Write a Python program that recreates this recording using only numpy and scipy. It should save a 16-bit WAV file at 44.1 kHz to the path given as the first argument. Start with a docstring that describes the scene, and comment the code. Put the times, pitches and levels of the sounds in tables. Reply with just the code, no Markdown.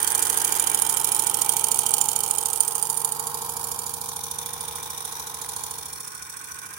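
"""A fast metallic clatter with a raspy buzz: a small twin-cylinder model steam engine on compressed air.
It makes about 13.5 turns a second on a tin baseplate in a small workshop.
Every turn, loose bearings and gears knock and ring the brass, pistons thump the plate
and puffs of exhaust sound the chimney, while air hisses from the glands.
A hand-held phone moves along the boiler to the chimney end, so each part is heard differently on the way."""
import sys
import numpy as np
from scipy import signal
from scipy.fft import rfft, irfft
from scipy.io import wavfile
from scipy.ndimage import uniform_filter1d

SR = 44100
rng = np.random.default_rng(int(sys.argv[2]) if len(sys.argv) > 2 else 0)


def file_out(sig):
    """Save sig as 16-bit WAV at sys.argv[1]."""
    # one column per channel
    cols = np.atleast_2d(sig).T
    # limit, then scale
    lim = np.clip(cols, -1, 1)
    pcm = np.round(lim * 32767).astype(np.int16)
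    wavfile.write(sys.argv[1], SR, pcm)


N = 298998


def undb(db):
    """Turn decibels into gain."""
    return 10 ** (np.asarray(db) / 20)


def unit(x):
    """Scale so that the average of the channels has rms 1."""
    middle = np.atleast_2d(x).mean(axis=0)
    return x / np.sqrt(np.mean(middle ** 2))


def curves(table):
    """Draw each column of a time table as a line, sample by sample."""
    s, *columns = np.transpose(table)
    return [np.interp(np.arange(N) / SR, s, c) for c in columns]


def pan(db):
    """Left and right gains for a level difference, keeping the mean power."""
    gains = np.array([undb(db / 2), undb(-db / 2)]).reshape(2, -1)
    return gains / np.sqrt(np.mean(gains ** 2, axis=0))


def band(x, low_hz, high_hz, order=3):
    """Keep one band of frequencies."""
    return signal.sosfilt(signal.butter(order, [low_hz, high_hz], "band", fs=SR, output="sos"), x)


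def colour(x, hz, db, size=512):
    """Filter through (f/Hz, level/dB) points without sounding ahead of time (minimum phase)."""
    f = np.maximum(np.arange(size // 2 + 1) * SR / size, 1)
    cepstrum = irfft(np.log(undb(np.interp(np.log(f), np.log(hz), db))))
    # folding the cepstrum forward puts all of the response after time zero
    cepstrum[1:size // 2] *= 2
    cepstrum[size // 2 + 1:] = 0
    return signal.fftconvolve(x, irfft(np.exp(rfft(cepstrum))))[:N]


def ring(x, modes, place, damping=1):
    """Parallel resonances, each with its own side and its own change of level with place (0-1)."""
    total = 0
    for hz, width, db, side_db, change_db in modes:
        gain = undb(db) * (1 + place * (undb(change_db) - 1))
        rung = signal.lfilter(*signal.iirpeak(hz, hz / (width * damping), SR), x)
        total = total + gain * pan(side_db) * rung
    return total


def strikes(times, sizes):
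    """Single-sample impulses at the given times."""
    out, at = np.zeros(N), np.round(times * SR).astype(int)
    inside = (at >= 0) & (at < N)
    np.add.at(out, at[inside], sizes[inside])
    return out


def fade(x, decay_s):
    """Give every impulse an exponential tail."""
    return signal.lfilter([1], [1, -np.exp(-1 / (decay_s * SR))], x)


def noise_pair(apart):
    """Noise for two microphones; apart is the weight of the unshared part."""
    shared, own = rng.standard_normal((2, N))
    return (shared + apart * own * np.array([[1], [-1]])) / np.sqrt(1 + apart ** 2)


def each_turn(turns, angle, db, scatter_db, scatter_s, share=1, memory=0):
    """An impulse whenever the crank passes an angle; with memory, time and strength drift slowly."""
    passes = np.arange(int(turns[-1]) + 1) + angle
    times = np.interp(passes, turns, np.arange(N) / SR, left=-1, right=-1)
    chance = rng.standard_normal((len(times), 2)).T
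    late, louder = signal.lfilter([np.sqrt(1 - memory ** 2)], [1, -memory], chance)
    happens = rng.random(len(times)) < share
    return strikes(times + scatter_s * late, happens * undb(db + scatter_db * louder))


def left_late(x, lag_s):
    """The engine is to the right, so its sound reaches the left microphone later."""
    n = np.arange(N)
    return np.array([np.interp(n - lag_s * SR, n, x[0]), x[1]])


def sway(rate):
    """Slow chance movement of a hand-held phone; spread near 1, rate in steps per second."""
    k = int(SR / rate)
    steps = np.repeat(rng.standard_normal(N // k + 1), k)
    return 1.75 * uniform_filter1d(uniform_filter1d(steps, k), k)[:N]


# crank speed, which creeps up, sags just after 3 s and recovers: t/s, speed/(turns per s)
CRANK_SPEED = [(0.0, 13.35), (0.45, 13.438), (0.95, 13.374), (2.4, 13.509), (2.9, 13.61), (3.15, 13.47),
               (4.15, 13.404), (4.95, 13.635), (5.9, 13.623), (6.35, 13.727), (6.78, 13.536)]


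def crank():
    """Crank position in turns: the speed added up over time."""
    start_turns = .006
    return start_turns + np.cumsum(curves(CRANK_SPEED)[0]) / SR


TOP_HZ = 15900
# tone colour of the quiet workshop: f/Hz, relative level/dB (per Hz)
QUIET_COLOUR = [(20, -23), (42, -1), (70, 37), (150, -13), (400, -23), (1000, -19), (3000, -23),
                (16000, -20)]


def workshop(x, t60_s=0.19, wet_db=-18, quiet_db=-66):
    """A short diffuse echo of mids and treble from bench and walls, over the quiet of the room."""
    t = np.arange(SR // 2) / SR
    tails = rng.standard_normal((2, len(t))) * np.exp(-np.log(1000) * t / t60_s) * (t > .004)
    tails /= np.sqrt(np.sum(tails ** 2, axis=1, keepdims=True))
    echo = signal.fftconvolve(band(x, 560, TOP_HZ), tails, axes=1)[:, :N]
    hz, db = np.transpose(QUIET_COLOUR)
    quiet = unit(np.array([colour(n, hz, db, size=4096) for n in noise_pair(0.18)]))
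    return x + undb(wet_db) * echo + undb(quiet_db) * quiet


# shocks that the moving parts give the plate: crank angle/turns, level/dB
PLATE_SHOCKS = [(0.112, -0.5), (0.279, -2), (0.46, -3), (0.561, -1.5), (0.716, -9.5), (0.859, 1),
                (0.969, 3.5)]
# low modes of plate and table: f/Hz, width/Hz, level/dB, left minus right/dB, change behind the boiler/dB
TABLE_MODES = [(71.5, 34, -0.5, -10, 13.5), (99, 65, 2.5, 19, -18), (143.4, 30.5, 7, -3, 2),
               (167, 7.3, -9, -29, -20), (227.3, 4.6, 4, -11, -20), (345, 130, -11, -11, -29),
               (442, 48, -2, 1.5, 10.5)]
# bass along the phone's path: t/s, deep bass level/dB, upper bass level/dB
BASS_PATH = [(0, -1, -5), (.8, -1, -1), (1.5, 1, 0), (2.15, -1, 1.5), (2.6, -0.5, -4.5), (2.9, -3, 2.5),
             (3.2, -4.5, 2), (3.7, 0, 1.5), (4.5, 0, 2.5), (4.9, 0, -1), (5.25, -3.5, -1), (5.65, 1, -4),
             (6.05, -1, 3), (6.3, 0.5, -1), (6.78, 2.5, 4.5)]


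def baseplate(turns, place):
    """Pistons and cranks shake the plate and the table under it, almost alike in every turn."""
    shocks = sum(each_turn(turns, angle, db, 1, .0003, memory=.94) for angle, db in PLATE_SHOCKS)
    shocks = shocks + .012 * noise_pair(1.0)
    deep = band(ring(shocks, TABLE_MODES[:2], place), 48, 500, order=4)
    upper = band(ring(shocks, TABLE_MODES[2:], place), 48, 500, order=4)
    deep_db, upper_db = curves(BASS_PATH)
    return unit(deep * undb(deep_db) + upper * undb(upper_db))


# modes of the frame: f/Hz, width/Hz, level/dB, left minus right/dB, change behind the boiler/dB
CLACK_MODES = [(880, 120, 2.5, 0, 4), (1230, 90, -6, -3, -5), (1650, 73, -3.5, 0, 0),
               (1980, 290, -8, -4, 1.5)]
# level of the clack, which sets in as the speed sags: t/s, level/dB
CLACK_PATH = [(2.9, -75), (3.25, -59), (4.4, -55), (5.6, -56.5), (6.1, -70)]


def clack(hit, place, decay_s=0.0014):
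    """One knock of the return stroke also rattles the frame with a dull clack."""
    rattle = noise_pair(0.97) * np.sqrt(fade(hit ** 2, decay_s / 2))
    return unit(band(ring(rattle, CLACK_MODES, place), 650, 2900)) * undb(curves(CLACK_PATH)[0])


# exhaust puffs in each turn: crank angle/turns, level/dB
EXHAUST_PUFFS = [(.01, -3.5), (0.075, -6), (0.191, -8), (0.291, -9.5), (.36, -6), (0.423, -8.5), (.5, -10),
                 (0.572, -7.5), (0.639, -4.5), (0.736, -8), (0.866, -4)]
# air column of exhaust pipe and chimney:
# f/Hz, width/Hz, level/dB, left minus right/dB, change behind the boiler/dB
PIPE_MODES = [(430, 32, -6.5, -24, -7), (461.3, 31.7, -0.5, -4.5, 3), (845, 59, 3.5, -9, -5.5),
              (894, 26, 5, 3.5, -4.5), (948, 88, -9, 6.5, 11.5), (1041, 62, -7.5, -1.5, 9.5),
              (1260, 90, 0, 1, -6.5)]


def exhaust(turns, place, puff_s=0.0052, flow=0.18, pop_db=0.0, lag_s=0.00019):
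    """Air leaves in puffs: a port opens with a pop that sounds the pipe, then air rushes through it."""
    pops = sum(each_turn(turns, angle, db, 1.2, .0003, memory=.96) for angle, db in EXHAUST_PUFFS)
    rush = band(unit((fade(pops, puff_s) + flow) * noise_pair(0.19)), 600, 4100)
    drive = rush + undb(pop_db) * unit(pops)
    return unit(left_late(ring(drive, PIPE_MODES, place), lag_s))


# gear rasp in the baseplate:
# f/Hz, width/Hz, level/dB, left minus right/dB, change in the firebox's shadow/dB
PLATE_MODES = [(303, 120, 8, -8, -4), (432, 130, 10.5, -2.5, -24), (736, 130, 0, 9, -17),
               (1080, 60, 0, -5, 14), (1232, 146, -9, -14, 17), (1463, 54, 8.5, -3.5, 8),
               (1602, 84, 6, 6.5, 4), (1817, 280, 1, 0.5, 1.5), (2334, 38.5, 12, -27, 0),
               (3080, 670, 9.5, -4.5, -26)]


def gears(turns, shadow, depth=0.098, lope=0.38, lope_turns=0.8, teeth_db=-7, buzz_hz=1500, count=256):
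    """Gears rasp, harder on power strokes and once a turn in the shadow; uneven teeth repeat a buzz."""
    strokes = depth * np.cos(2 * np.pi * 2 * (turns - .08))
    once_a_turn = lope * shadow * np.cos(2 * np.pi * (turns - lope_turns))
    load = 1 + strokes + once_a_turn
    # one random outline of count points, read again on every turn
    outline = rng.standard_normal(count)
    teeth = band(np.interp(turns, np.arange(count) / count, outline, period=1), 200, buzz_hz)
    teeth = teeth * undb(teeth_db) / np.sqrt(SR / CRANK_SPEED[0][1] / count)
    scrape = band(noise_pair(0.58), 457, 7200, order=2)
    return unit(left_late(ring(load * (scrape + teeth), PLATE_MODES, shadow), 0.00039))


# gear rasp, loudest while the gears lie open to the phone: t/s, level/dB (before a gain), left minus right/dB
RASP_PATH = [(0.2, -41, 4.5), (.75, -41.5, 1), (.92, -45.5, -2.5), (1.36, -46, -4), (2.3, -51, -5.5),
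             (2.8, -52.5, -1), (3.12, -54, -1), (3.75, -52.5, -5), (4.15, -58, -6), (4.35, -54.5, -9),
             (4.98, -52.5, -5.5), (5.69, -55, -4), (6.6, -53, -10)]


def rasp_at_phone(turns, shadow, gain_db=4):
    """The gear rasp at the level and side where the phone hears it."""
    rasp_db, side_db = curves(RASP_PATH)
    return band(gears(turns, shadow), 192, 3320) * undb(rasp_db + gain_db) * pan(side_db)


# narrow band of noise that swells late and rises a little: t/s, f/Hz, level/dB
LATE_HUM_PATH = [(5.85, 1450, -80), (6.1, 1460, -59), (6.4, 1486, -53), (6.78, 1560, -52)]


def late_hum(turns, width_hz=115, lope=0.43, lope_turns=0.62):
    """A narrow band of noise near 1.5 kHz swells late, pulsing once a turn."""
    hz, db = curves(LATE_HUM_PATH)
    lowpass = signal.butter(2, width_hz / 2, fs=SR, output="sos")
    flutter = signal.sosfilt(lowpass, noise_pair(0.56) + 1j * noise_pair(0.71))
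    tone = np.real(flutter * np.exp(2j * np.pi * np.cumsum(hz) / SR))
    return unit(tone * (1 + lope * np.cos(2 * np.pi * (turns - lope_turns)))) * undb(db)


def ping(hz, size=200, rise_s=.00025):
    """A tooth falling through its backlash: a very short ping that swells for rise_s, then dies."""
    t = np.arange(size) / SR
    return np.sin(2 * np.pi * hz * t) * t / rise_s * np.exp(1 - t / rise_s)


def pings(at, sizes, pitches, size=200):
    """Pings at the given samples, each with its own strength and pitch."""
    out = np.zeros(N + size)
    for i, gain, hz in zip(at, sizes, pitches):
        out[i:i + size] += gain * ping(hz, size=size)
    return out[:N]


# faint ticks of gear backlash: crank angle/turns, relative level/dB, share of turns that have it
BACKLASH_TICKS = [(.15, 6, .25), (.325, 7, .2), (.708, 8, .45), (.79, 6, .12)]


def ticks(turns, tick_hz=9400, spread=0.13):
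    """Faint backlash ticks come and go at a few crank angles."""
    hits = sum(each_turn(turns, angle, db, 2, .0002, share) for angle, db, share in BACKLASH_TICKS)
    at = np.flatnonzero(hits)
    return pings(at, hits[at], tick_hz * np.exp(spread * rng.standard_normal(len(at))))


# loudest single clicks of the gears: t/s, level/dB (before panning), f/Hz
GEAR_CLICKS = [(0.0292, -3, 9600), (0.1041, -11, 10500), (0.1194, -10, 9800), (0.1278, -11, 9200),
               (0.194, -8, 10700), (0.277, -11, 9100), (0.625, -8, 9800), (0.6996, -5, 9500),
               (0.7901, -9, 10200), (0.7986, -10, 8800), (0.8732, -9, 8700), (0.9478, -10, 8700),
               (1.0141, -12, 10800), (1.0729, -12, 9900), (1.148, -6, 9500), (1.1634, -12, 9600),
               (1.2226, -6, 10100), (1.2466, -10, 8700), (1.2974, -4, 9700), (1.3718, -10, 10300),
               (1.3955, -11, 8800), (1.4616, -11, 9500), (1.5207, -9, 9800), (1.536, -10, 9500),
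               (1.5953, -8, 10100), (1.6105, -11, 9500), (1.6859, -12, 9800), (1.7445, -6, 9400),
               (1.7593, -12, 9600), (1.8878, -11, 9600), (1.9076, -11, 9600), (1.9163, -9, 8700),
               (1.982, -12, 10000), (2.1895, -10, 9700), (2.2044, -12, 9400), (2.2882, -12, 9000),
               (2.3615, -10, 9000), (2.4359, -10, 8800), (2.5097, -11, 8800), (2.5603, -8, 9200),
               (2.5751, -12, 9500), (2.8699, -14, 9600), (2.9276, -15, 9700), (2.9431, -12, 9500),
               (2.9517, -14, 8900), (3.0168, -14, 9500)]


def clicks(side_db=-26):
    """Now and then a tooth snaps over hard."""
    s, db, hz = np.transpose(GEAR_CLICKS)
    return pings((s * SR).astype(int), undb(db), hz) * pan(side_db)


# main knocks that land harder than the rest: t/s, extra level/dB
HARD_BLOWS = [(1.045, 1.5), (1.938, 3), (2.012, 2.5), (2.606, 2.5), (3.047, 3.5)]


def accents(span_s=.008):
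    """Extra gain around the few hard knocks."""
    t = np.arange(N) / SR
    return undb(sum(db * (np.abs(t - s) < span_s) for s, db in HARD_BLOWS))


# three tones that the main knock rings in the brass: f/Hz, width/Hz, level/dB, left minus right/dB
BRASS_TONES = [(7070, 90, 3, -7), (8970, 135, 1.5, -14), (11010, 100, 1.5, -11)]
# extra level of each tone, which changes from spot to spot:
# t/s, first level/dB, second level/dB, third level/dB
TONE_PATH = [(0.1, -40.5, -33, -38), (0.6, -37, -38, -32.5), (1.1, -43, -32.5, -35),
             (1.55, -38, -31.5, -38), (2.05, -33, -32.5, -47), (2.6, -43, -28, -50), (3, -42.5, -32, -39),
             (3.4, -45, -47, -44), (3.85, -40.5, -51, -42), (4.3, -50.5, -41, -41),
             (4.7, -57, -42.5, -43.5), (5.15, -51.5, -61, -50), (5.6, -44.5, -40.5, -40.5),
             (6.1, -59, -55, -48), (6.6, -62, -58, -51.5)]


def tones(hits, side_db, rattle_db=-5, rattle_s=0.0035, light_db=-15):
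    """The main knock flashes three tones in the brass; the lighter knocks barely stir them."""
    blows = hits[0] + undb(light_db) * sum(hits[1:])
    rattle = unit(noise_pair(1.0) * np.sqrt(fade(blows ** 2, rattle_s)))
    drive = unit(blows) + undb(rattle_db) * rattle
    total = 0
    for (hz, width, db, own_side_db), path_db in zip(BRASS_TONES, curves(TONE_PATH)):
        rung = unit(signal.lfilter(*signal.iirpeak(hz, hz / width, SR), drive))
        total = total + rung * undb(db + path_db) * pan(side_db + own_side_db)
    return total


def chatter():
    """Power of the tiny irregular ticks of valve gear and linkage between the knocks."""
    per_s, decay_s = 90, .0009
    when, size = rng.random((int(per_s * N / SR), 2)).T
    db = -26.5 + 5 * (2 * size + 3)
    return fade(strikes(when * N / SR, undb(db)) ** 2, decay_s / 2)


# knocks in each turn: crank angle/turns, level/dB, scatter/dB, timing scatter/s, rattle decay/s,
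# share of turns that have it, change behind the boiler/dB
KNOCK_LIST = [(-.003, .7, .6, .00015, .003, 1, -.5), (.03, -3.5, .7, .0004, .0023, 1, 0),
              (.25, -17, 2, .0008, .003, .7, 5), (.35, -8, 1.5, .0005, .002, .85, 0),
              (.382, -4, 1.5, .0006, .0026, 1, 1.5), (.527, -13, 2, .0003, .0015, .8, 0),
              (.585, -3.5, 1.3, .0004, .0024, 1, 1), (.618, -9, 2, .0004, .0015, .7, 0),
              (.922, -11, 1.2, .0002, .0035, 1, 4)]


def knock_hits(turns, place):
    """Impulses of every knock in the loose bearings and gears; the main knock comes first."""
    hits = []
    for angle, db, scatter_db, scatter_s, _, share, behind_db in KNOCK_LIST:
        hit = each_turn(turns, angle, db, scatter_db, scatter_s, share)
        hits.append(hit * undb(behind_db * place))
    hits[0] = hits[0] * accents()
    return hits


# brass parts: f/Hz, width/Hz (before damping), level/dB, left minus right/dB, change behind the boiler/dB
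BRASS_MODES = [(2295, 28, -25, 14, 12), (3166, 157, 2, 2, -10.5), (6080, 13, -7, 40, 11),
               (7710, 41, -13.5, -16, 15), (8950, 160, 4, -16, -10), (9200, 200, 0.5, -7, 1.5),
               (9700, 64, -9.5, -23, 3.5), (12900, 71, -26, 17, -14), (15150, 130, -3, 29, -15)]
# colour of metal contact beside the engine: f/Hz, left level/dB, right level/dB
OPEN_COLOUR = [(1460, -43, -63.5), (2410, -33, -16.5), (3460, 2, -21.5), (4800, 3, -10), (5570, -1, -9.5),
               (6200, -0.5, -6), (7070, 7.5, -6.5), (7800, -12, -6), (8600, 2, -5), (8800, -28, 0),
               (11300, 4, -5), (11950, -23, -14.5), (15000, -8, -2.5), (16100, 2, -15.5)]
# colour of metal contact behind the boiler: f/Hz, left level/dB, right level/dB
SHADED_COLOUR = [(1510, -32, -5), (2400, -21, -21.5), (3714, 5, -19), (4770, -9, -3), (6080, 1, -8),
                 (6450, -13, -12.5), (7170, -4.5, -10), (10660, -67, -1), (10640, -33, 3), (12850, -10, -4),
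                 (16400, 0, -7)]


def clatter(hits, place, hiss_db=-27, ring_db=-1, grain_db=0.5, smear_db=-22, shaded_smear_db=14,
            shaded_hiss_db=5, light_ring=1.0):
    """Play in the bearings closes with a short rattle; contact noise and leaking air ring the brass."""
    rise_s, shaded_rise_s, smear_s = .0008, .003, .028
    knocks = [fade(hit ** 2, knock[4] / 2) for hit, knock in zip(hits, KNOCK_LIST)]
    # each knock starts hard in the open and softer once it has to come round the boiler
    power = sum(weight * fade(sum(knocks), s) / (s * SR)
                for weight, s in ((1 - place, rise_s), (place, shaded_rise_s)))
    # each rattle is a string of tiny bounces of uneven strength
    bounces = np.repeat(undb(grain_db * rng.standard_normal(N // 20 + 1)), 20)[:N]
    # behind the boiler more of each knock arrives late, by reflection
    late = fade(power, smear_s) / (smear_s * SR) * undb(smear_db + shaded_smear_db * place) ** 2
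    hiss = undb(hiss_db + shaded_hiss_db * place)
    drive = noise_pair(1.0) * np.sqrt(power * bounces ** 2 + late + chatter() + hiss ** 2)
    contact = 0
    for table, weight in ((OPEN_COLOUR, 1 - place), (SHADED_COLOUR, place)):
        hz, *sides = np.transpose(table)
        contact = contact + weight * np.array([colour(d, hz, db) for d, db in zip(drive, sides)])
    # light_ring weighs the lighter knocks against the main knock and its rebound
    blows = np.sqrt(sum(knocks[:2]) + light_ring ** 2 * (sum(knocks[2:]) + hiss ** 2 / 2))
    brass = ring(noise_pair(1.0) * blows, BRASS_MODES, place, damping=0.78)
    # parts this small radiate no bass
    highpass = signal.butter(4, 2000, "high", fs=SR, output="sos")
    return unit(signal.sosfilt(highpass, contact + undb(ring_db) * brass))


def off_boiler(x, place, share=0.06, lag_s=0.00015, far_lag_s=0.00019):
    """The boiler's side mirrors the clatter; its detour follows the phone, so treble dips glide."""
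    n = np.arange(N)
    then = n - (lag_s + (far_lag_s - lag_s) * place) * SR
    return unit(x + share * np.array([np.interp(then, n, side) for side in x]))


# colour of the firebox's shadow: f/Hz, level/dB
SHADOW_COLOUR = [(2000, 0), (3200, -10.5), (4700, -6.5), (5900, 3.5), (7000, 0), (8400, 4), (9100, 5),
                 (11000, 0), (13000, -3), (15800, -2)]


def firebox_shadow(x, shadow):
    """Blend in the tone colour of the firebox's shadow as the phone sinks into it."""
    hz, db = np.transpose(SHADOW_COLOUR)
    return (1 - shadow) * x + shadow * np.array([colour(side, hz, db) for side in x])


def off_fittings(x, place, nearest_s=0.0004973, farthest_s=.0032, drift_s=.00005, rate=1.403, count=5):
    """Chimney, plate and bowl mirror the clatter; detours sway with the hand, so fine ripples wander."""
    mirror_db, mirror_behind_db = -15, 5
    n, gain = np.arange(N), undb(mirror_db + mirror_behind_db * place)
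    lags = np.geomspace(nearest_s, farthest_s, count)
    mirrored = np.array([sum(np.interp(n - (lag + drift_s * sway(rate)) * SR, n, side) for lag in lags)
                         for side in x])
    return (x + gain * mirrored) / np.sqrt(1 + count * gain ** 2 / 2)


# dips (-) and boosts (+) in bands of the sound:
# start t/s, end t/s, start f/Hz, end f/Hz, width/Hz, level halfway/dB
BAND_DIPS = [(0.897, 2.7, 1670, 1820, 220, -6.5), (1.602, 2.3, 5750, 5780, 350, 0),
             (2.303, 3.2, 3970, 4000, 500, -1.5), (2.3, 3.3, 10450, 10550, 350, -3),
             (2.302, 3.7, 2210, 2140, 180, -20), (2.91, 3.55, 5200, 5400, 500, -19),
             (3.097, 4.1, 2730, 2970, 600, -3.5), (3.3, 4.4, 2020, 1990, 262, -16),
             (3.3, 4.7, 8050, 8400, 450, -5), (3.7, 5.116, 10700, 10650, 400, -9),
             (4.096, 5.8, 3400, 3200, 495, -1), (4.4, 6.903, 13800, 13900, 700, -6),
             (5.3, 6.6, 12300, 12400, 600, -9), (5.6, 7, 4300, 4200, 300, 2),
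             (5.75, 6.9, 8280, 8350, 250, 10.5), (4.4, 6, 4000, 3860, 249, 1),
             (2.6, 4.2, 3650, 3750, 400, -3.5), (5.6, 6.9, 2750, 3080, 600, -3.5)]


def through_dips(x):
    """Each dip or boost of a band glides, grows and fades again."""
    out, t = x.copy(), np.arange(N) / SR
    for start, end, from_hz, to_hz, width, db in BAND_DIPS:
        span = slice(*np.searchsorted(t, [start, end]))
        along = (t[span] - start) / (end - start)
        # shift the band down to 0 Hz, smooth it, and shift it back
        carrier = np.exp(2j * np.pi * np.cumsum(from_hz + (to_hz - from_hz) * along) / SR)
        pole = np.exp(-np.pi * width / SR)
        smooth = signal.lfilter([1 - pole], [1, -pole], out[:, span] / carrier)
        inside = 2 * np.real(carrier * smooth)
        out[:, span] += (undb(db * np.sin(np.pi * along)) - 1) * inside
    return out


def carry(part_db, distance, place, shadow):
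    """Gain of one part: it falls with distance; boiler and, well down, firebox change it."""
    db, behind_db, shadow_db = part_db
    return undb(db + behind_db * place + shadow_db * shadow ** 2) / distance


# path of the phone: t/s, distance to the engine/m, behind the boiler 0-1, down in the firebox's shadow 0-1
PHONE_PATH = [(0, 0.19, 0.25, 0.45), (.8, 0.21, 0.26, 0.31), (1.9, 0.23, 0.15, 0.11),
              (2.65, 0.29, 0.32, 0.17), (3.05, 0.27, 0.52, 0.29), (3.35, 0.27, 0.96, 0.35),
              (3.7, 0.27, 0.71, 0.41), (4.2, 0.34, 0.91, 0.58), (4.7, 0.35, 0.99, 0.52),
              (5.25, 0.37, 0.99, 0.61), (5.55, 0.34, 0.95, 0.53), (5.78, 0.38, 1, 0.59),
              (6.05, 0.41, 0.89, 1), (6.3, 0.57, 0.95, 0.96), (6.78, 0.65, 0.88, 0.9)]
# how each part carries: level at 1 m/dB, change behind the boiler/dB, change in the firebox's shadow/dB
CLATTER_CARRY = (-35, -9.5, -1.5)
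EXHAUST_CARRY = (-48, 1.5, -17)
BASEPLATE_CARRY = (-61, 3.5, -6.5)
# side of the clatter: left minus right/dB, change behind the boiler/dB, change in the firebox's shadow/dB
CLATTER_SIDE = (-21, 13, 13)


def scene(tick_db=1, tick_behind_db=-10):
    """One crank drives the engine's parts; the phone's path sets how they are heard."""
    turns = crank()
    distance, place, shadow = curves(PHONE_PATH)
    place, shadow = np.clip([place, shadow], 0, 1)
    path = distance, place, shadow
    side_db, side_behind_db, side_shadow_db = CLATTER_SIDE
    side_db = side_db + side_behind_db * place + side_shadow_db * shadow
    hits = knock_hits(turns, place)

    thumps = baseplate(turns, place) * carry(BASEPLATE_CARRY, *path) + clack(hits[4], place)
    air = band(exhaust(turns, place), 397, 1233) * carry(EXHAUST_CARRY, *path)
    rasp = rasp_at_phone(turns, shadow) + late_hum(turns)
    metal = off_boiler(clatter(hits, place), place)
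    metal = metal + undb(tick_db + tick_behind_db * place) * ticks(turns)
    metal = firebox_shadow(metal, shadow)
    metal = metal * carry(CLATTER_CARRY, *path) * pan(side_db) + clicks()
    brass_tones = band(tones(hits, side_db), 6740, 12100)
    engine = off_fittings(metal, place) + brass_tones + air + rasp + thumps
    return through_dips(workshop(engine))


def record(dry):
    """The phone cuts the top of the treble."""
    return signal.sosfilt(signal.ellip(10, .2, 80, TOP_HZ, fs=SR, output="sos"), dry)


dry = scene()
out = record(dry)
file_out(out)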